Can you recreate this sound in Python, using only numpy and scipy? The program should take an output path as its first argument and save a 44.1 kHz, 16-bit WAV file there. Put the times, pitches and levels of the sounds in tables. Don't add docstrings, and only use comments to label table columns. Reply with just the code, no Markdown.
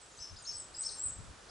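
import sys
import numpy as np
from scipy import signal
from scipy.io import wavfile
from scipy.ndimage import map_coordinates

SR = 44100
rng = np.random.default_rng(int(sys.argv[2]) if len(sys.argv) > 2 else 0)


def amplitude_ratio(level_db):
    exponent = np.asarray(level_db, float) / 20
    return 10 ** exponent


def store_wav(level_fs):
    pcm = np.round(np.clip(np.atleast_2d(level_fs), -1, 1) * 32767)
    wavfile.write(sys.argv[1], SR, pcm.T.astype(np.int16))


N = 66150

# (time [s], pitch [Hz])
ARCH_TRACKS = [
    [(0.183, 3530), (0.188, 3915), (0.191, 4780), (0.196, 5080), (0.216, 5390), (0.242, 5420),
     (0.254, 4890), (0.262, 4430)],
    [(0.451, 3698), (0.457, 4240), (0.465, 5155), (0.481, 5412), (0.504, 5450), (0.515, 5150),
     (0.528, 4150)],
    [(0.828, 3520), (0.84, 4805), (0.844, 5233), (0.862, 5395), (0.88, 5420), (0.89, 4740), (0.901, 3520)],
]
# (time [s], pitch [Hz])
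SEEP_TRACKS = [
    [(0.522, 8110), (0.544, 7790), (0.562, 7970), (0.572, 8156), (0.586, 8180), (0.602, 7770),
     (0.604, 7600), (0.614, 6550)],
    [(0.75, 7490), (0.77, 7653), (0.8, 8110), (0.824, 8194), (0.834, 7630), (0.842, 6800)],
    [(0.967, 7450), (0.999, 7550), (1.031, 8072), (1.055, 8067), (1.081, 7670), (1.083, 7600),
     (1.095, 6470)],
]
# (start level [dB], turning level [dB], end level [dB])
ARCH_SWELLS = [(-53, -49.5, -74), (-46, -44, -42.5), (-53, -41, -45)]
# (start level [dB], turning level [dB], end level [dB])
SEEP_SWELLS = [(-56, -48.5, -55), (-55.5, -41.5, -59), (-53.5, -39.5, -48.5)]
# (start [s], length [s], top pitch [Hz], peak level [dB])
UPPER_VOICES = [(0.199, 0.047, 6160, -52), (0.466, 0.056, 6370, -51), (0.842, 0.077, 6300, -54.5)]
# (start [s], length [s], top pitch [Hz], depth [Hz], peak level [dB])
CHIP_NOTES = [(0.172, 0.017, 6400, 1410, -58), (0.359, 0.032, 5080, 2290, -54.5),
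              (0.433, 0.022, 6600, 1400, -53.5), (.739, 0.019, 5215, 1900, -47),
              (0.767, 0.0086, 5750, 405, -54), (0.809, 0.031, 6900, 2910, -55),
              (1.486, 0.036, 5130, 1300, -52.5)]
# (start [s], length [s], first pitch [Hz], last pitch [Hz], bend exponent [1], peak level [dB])
SLUR_NOTES = [(0.009, 0.035, 8370, 7430, 1.3, -59.5), (0.112, 0.025, 7520, 5440, 1.5, -63.5),
              (0.163, 0.068, 8300, 7540, 0.59, -61), (0.379, 0.027, 7105, 5600, 2.9, -57),
              (0.417, .022, 8610, 7500, 5, -55.5), (0.724, 0.026, 8180, 8360, 0.93, -65),
              (0.841, 0.033, 8320, 8200, 0.88, -53.5), (0.816, 0.053, 5800, 5700, 1.7, -51.5)]
# (time [s], level [dB])
GUST_LEVEL = [(0.0, -90), (0.132, -81), (0.22, -59.5), (0.246, -89), (0.329, -45.5), (0.404, -71),
              (0.434, -64), (0.462, -79), (0.516, -56), (0.564, -64), (0.626, -59), (0.646, -71),
              (0.764, -68.5), (0.776, -59), (0.894, -72), (0.918, -69), (1.036, -65.5), (1.068, -51.5),
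              (1.164, -57.5), (1.19, -48.5), (1.274, -56), (1.315, -51), (1.362, -71), (1.5, -72)]
# (frequency [Hz], density [dB per Hz])
AIR_SPECTRUM = [(24, -41), (40, 3), (105, -4), (180, -9), (249, -8), (389, -4), (845, -6), (1520, -4.5),
                (1880, -12.5), (6350, -12.5), (7490, -15), (10900, -22), (14200, -70), (22000, -120)]
# (frequency [Hz], correlation [1])
AIR_LIKENESS = [(60, 1), (220, 0.69), (820, 0.44), (3030, 0.67), (11200, 0.72)]
# (frequency [Hz], left minus right [dB])
AIR_BALANCE = [(60, 0.5), (340, 1.5), (1960, -0.5), (11200, -3)]
# (time [s], level [dB])
RUMBLE_LEVEL = [(0.0, -59.5), (0.366, -59), (1.006, -57), (1.5, -57)]

EDGE_S, OVERTONE_DB = 0.003, -33
WOBBLE_HZ, WOBBLE_RATE_HZ = 24, 67.5
HOARSE_HZ, HOARSE_RATE_HZ = 85, 250
ARCH_TURN_AT, SEEP_TURN_AT = 0.83, 0.51
LEG_DB_PER_KHZ = 5.5
UPPER_RISE_HZ, UPPER_FALL_HZ = 900, 305
CHIP_FLAT = 2.7
BUZZ_START_S, BUZZ_LENGTH_S = 0.877, 0.058
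BUZZ_HZ, BUZZ_SAG_HZ = 8660, 253
BUZZ_DB, BUZZ_DIP_AT = -54, 0.55
BUZZ_RATE_HZ, BUZZ_SWING_HZ, BUZZ_PULSE_DB = 340, 400, 1.5
BUZZ_ROUGH_RAD, BUZZ_ROUGH_RATE_HZ = 1.5, 57.0
FLUTTER_DB, FLUTTER_RATE_HZ = 3.2, 120
LOW_PAN_DB, HIGH_PAN_DB = 3.5, 0.95
LEAF_T60_S, LEAF_ONSET_S, LEAF_LOW_HZ = 0.4, 0.005, 4800
LEAF_DB, LEAF_SIDE_DB, LEAF_LUMPS_DB = 2, -19, 1
ECHO_S, ECHO_DB = 0.043, -24
BOUGHS, SWAY_M, SWAY_RATE_HZ = 4, 0.016, 15
WIND_LOW_HZ, WIND_HIGH_HZ, BUFFET_TOP_HZ = 22, 137.6, 272
WIND_LIKENESS, WIND_PAN_DB, WIND_LUMPS_DB = 0.45, 1, 2
BUFFET_DB, BUFFET_GROWS = -57.5, 1.63
AIR_DB, AIR_TOP_HZ, RUMBLE_TOP_HZ = -55.5, 10500, 2500
AIR_FLICKER_DB, AIR_FLICKER_RATE_HZ = 0.27, 27
CUTOFF_HZ = 10970


def rms_one(x):
    return x / np.sqrt(np.mean(x ** 2) + 1e-20)


def at_hz(points, hz):
    table_hz, value = np.transpose(points)
    return np.interp(np.log(hz), np.log(table_hz), value)


def drift(rate):
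    r = np.exp(-2 * np.pi * rate / SR)
    noise = rng.standard_normal(N + SR)
    return rms_one(signal.lfilter([1], [1, -2 * r, r * r], noise)[SR:])


def pair(mid, side, alike, pan_db):
    alike = np.clip(alike, -1, 1)
    spread = np.sqrt(1 - alike) * side * np.array([[1], [-1]])
    balance = amplitude_ratio(np.array([[pan_db], [-pan_db]]) / 2)
    return (np.sqrt(1 + alike) * mid + spread) * balance


def swell(u, db, turn_at):
    start_db, turn_db, end_db = db
    at = np.clip(turn_at, 0.1, 0.9)
    before = np.clip(1 - u / at, 0, 1) ** 2
    after = np.clip((u - at) / (1 - at), 0, 1) ** 2
    return turn_db + (start_db - turn_db) * before + (end_db - turn_db) * after


def whistle(start, length, pitch_hz, level_db, wobble):
    t = np.arange(N) / SR - start
    u = np.clip(t / length, 0, 1)
    edge = np.clip(np.minimum(t, length - t) / EDGE_S, 0, 1)
    phase = 2 * np.pi * np.cumsum(pitch_hz(u) + WOBBLE_HZ * wobble) / SR
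    tone = np.sin(phase) + amplitude_ratio(OVERTONE_DB) * np.sin(2 * phase)
    return np.sqrt(2) * edge * amplitude_ratio(level_db(u)) * tone


def glides(tracks, swells, turn_at, wobble):
    out = 0
    for track, db in zip(tracks, swells):
        s, hz = np.transpose(track)
        length = s[-1] - s[0]
        pitch = lambda u: np.interp(s[0] + u * length, s, hz)
        weaker_db = lambda u: LEG_DB_PER_KHZ * (hz.max() - pitch(u)) / 1000
        level = lambda u: swell(u, db, turn_at) - weaker_db(u)
        out = out + whistle(s[0], length, pitch, level, wobble)
    return out


def upper_voices(wobble):
    out = 0
    for start, length, top, db in UPPER_VOICES:
        rise = lambda u: UPPER_RISE_HZ * np.clip(1 - 3.55 * u, 0, 1) ** 2
        fall = lambda u: UPPER_FALL_HZ * np.clip(1.5 * u - 0.5, 0, 1) ** 2
        pitch = lambda u: top - rise(u) - fall(u)
        level = lambda u: swell(u, (db - 1.0, db, db - 10), 0.19)
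        out = out + whistle(start, length, pitch, level, wobble)
    return out


def chips(wobble):
    out = 0
    for start, length, top, depth, db in CHIP_NOTES:
        pitch = lambda u: top - depth * np.abs(2 * u - 1) ** CHIP_FLAT
        level = lambda u: db - 9 * (2 * u - 1) ** 2
        out = out + whistle(start, length, pitch, level, wobble)
    return out


def slurs(wobble):
    out = 0
    for start, length, first, last, bend, db in SLUR_NOTES:
        pitch = lambda u: first - (first - last) * u ** bend
        level = lambda u: swell(u, (db - 17, db, db - 12), 0.21)
        out = out + whistle(start, length, pitch, level, wobble)
    return out


def buzz(wobble):
    turn = 2 * np.pi * BUZZ_RATE_HZ * np.arange(N) / SR + BUZZ_ROUGH_RAD * drift(BUZZ_ROUGH_RATE_HZ)
    pitch = lambda u: BUZZ_HZ - BUZZ_SAG_HZ * u + BUZZ_SWING_HZ * np.sin(turn)
    course_db = (BUZZ_DB + 2.5, BUZZ_DB, BUZZ_DB + 5)
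    level = lambda u: swell(u, course_db, BUZZ_DIP_AT) + BUZZ_PULSE_DB * np.cos(turn)
    return whistle(BUZZ_START_S, BUZZ_LENGTH_S, pitch, level, wobble)


def birds():
    wobble = drift(WOBBLE_RATE_HZ)
    hoarse = wobble + HOARSE_HZ / WOBBLE_HZ * drift(HOARSE_RATE_HZ)
    low = glides(ARCH_TRACKS, ARCH_SWELLS, ARCH_TURN_AT, wobble) + upper_voices(hoarse) + chips(hoarse)
    high = glides(SEEP_TRACKS, SEEP_SWELLS, SEEP_TURN_AT, wobble) + slurs(wobble) + buzz(wobble)
    low = low * amplitude_ratio(FLUTTER_DB * drift(FLUTTER_RATE_HZ))
    high = high * amplitude_ratio(FLUTTER_DB * drift(FLUTTER_RATE_HZ))
    return pair(low, 0, 0, LOW_PAN_DB) + pair(high, 0, 0, HIGH_PAN_DB)


def foliage(x):
    t = np.arange(N) / SR
    decay = amplitude_ratio(-60 * t / LEAF_T60_S + LEAF_LUMPS_DB * drift(35))
    shape = decay * (1 - np.exp(-t / LEAF_ONSET_S))
    mid, side = rng.standard_normal((2, N)) * shape / np.sqrt(np.sum(shape ** 2))
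    response = amplitude_ratio(LEAF_DB) * (mid + amplitude_ratio(LEAF_SIDE_DB) * side * [[1], [-1]])
    response[:, int(ECHO_S * SR)] += amplitude_ratio(ECHO_DB)
    bright = signal.sosfilt(signal.butter(3, LEAF_LOW_HZ, "high", fs=SR, output="sos"), x)
    bough_of_sample = rng.integers(0, BOUGHS, N)
    out = x
    for k in range(BOUGHS):
        tail = signal.fftconvolve(bright, response * (bough_of_sample == k), axes=1)[:, :N]
        read_at = np.arange(N) - SWAY_M / 343 * SR * drift(SWAY_RATE_HZ)
        out = out + np.array([map_coordinates(v, [read_at], order=3) for v in tail])
    return out


def wind():
    s, db = np.transpose(GUST_LEVEL)
    gust_db = np.interp(np.arange(N) / SR, s, db)
    sos = signal.butter(3, [WIND_LOW_HZ, WIND_HIGH_HZ], "band", fs=SR, output="sos")
    mid, side = signal.sosfilt(sos, rng.standard_normal((2, N + SR)))[:, SR:]
    lumps = rms_one(pair(mid, side, WIND_LIKENESS, WIND_PAN_DB) * amplitude_ratio(WIND_LUMPS_DB * drift(34)))
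    sos = signal.butter(2, [WIND_HIGH_HZ, BUFFET_TOP_HZ], "band", fs=SR, output="sos")
    buffet = rms_one(signal.sosfilt(sos, rng.standard_normal((2, N))))
    buffet_db = BUFFET_DB + BUFFET_GROWS * (gust_db - db.max())
    return amplitude_ratio(gust_db) * lumps + amplitude_ratio(buffet_db) * buffet


def air():
    s, db = np.transpose(RUMBLE_LEVEL)
    rise_db = np.interp(np.arange(N) / SR, s, db - db.mean())
    edges = 30 * 2 ** np.arange(0, 8.8, 1 / 3)
    white = rng.standard_normal((2, 2, N + SR // 2))
    out = 0
    for k, (low, high) in enumerate(zip(edges, edges[1:])):
        sos = signal.butter(2, [low, high], "band", fs=SR, output="sos")
        mid, side = signal.sosfilt(sos, white[k % 2])[:, -N:]
        hz = min(np.sqrt(low * high), AIR_TOP_HZ)
        flicker_db = AIR_FLICKER_DB * drift(AIR_FLICKER_RATE_HZ)
        level_db = at_hz(AIR_SPECTRUM, hz) + flicker_db + rise_db * (hz < RUMBLE_TOP_HZ)
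        out = out + amplitude_ratio(level_db) * pair(mid, side, at_hz(AIR_LIKENESS, hz), at_hz(AIR_BALANCE, hz))
    return amplitude_ratio(AIR_DB) * rms_one(out)


def scene():
    return foliage(birds()) + wind() + air()


def roll_off(x):
    return signal.sosfilt(signal.butter(12, 11810, fs=SR, output="sos"), x)


def record(dry):
    sos = signal.ellip(14, 0.5, 70, CUTOFF_HZ, fs=SR, output="sos")
    mix = signal.sosfilt(sos, dry)
    return roll_off(mix)


dry = scene()
out = record(dry)
store_wav(out)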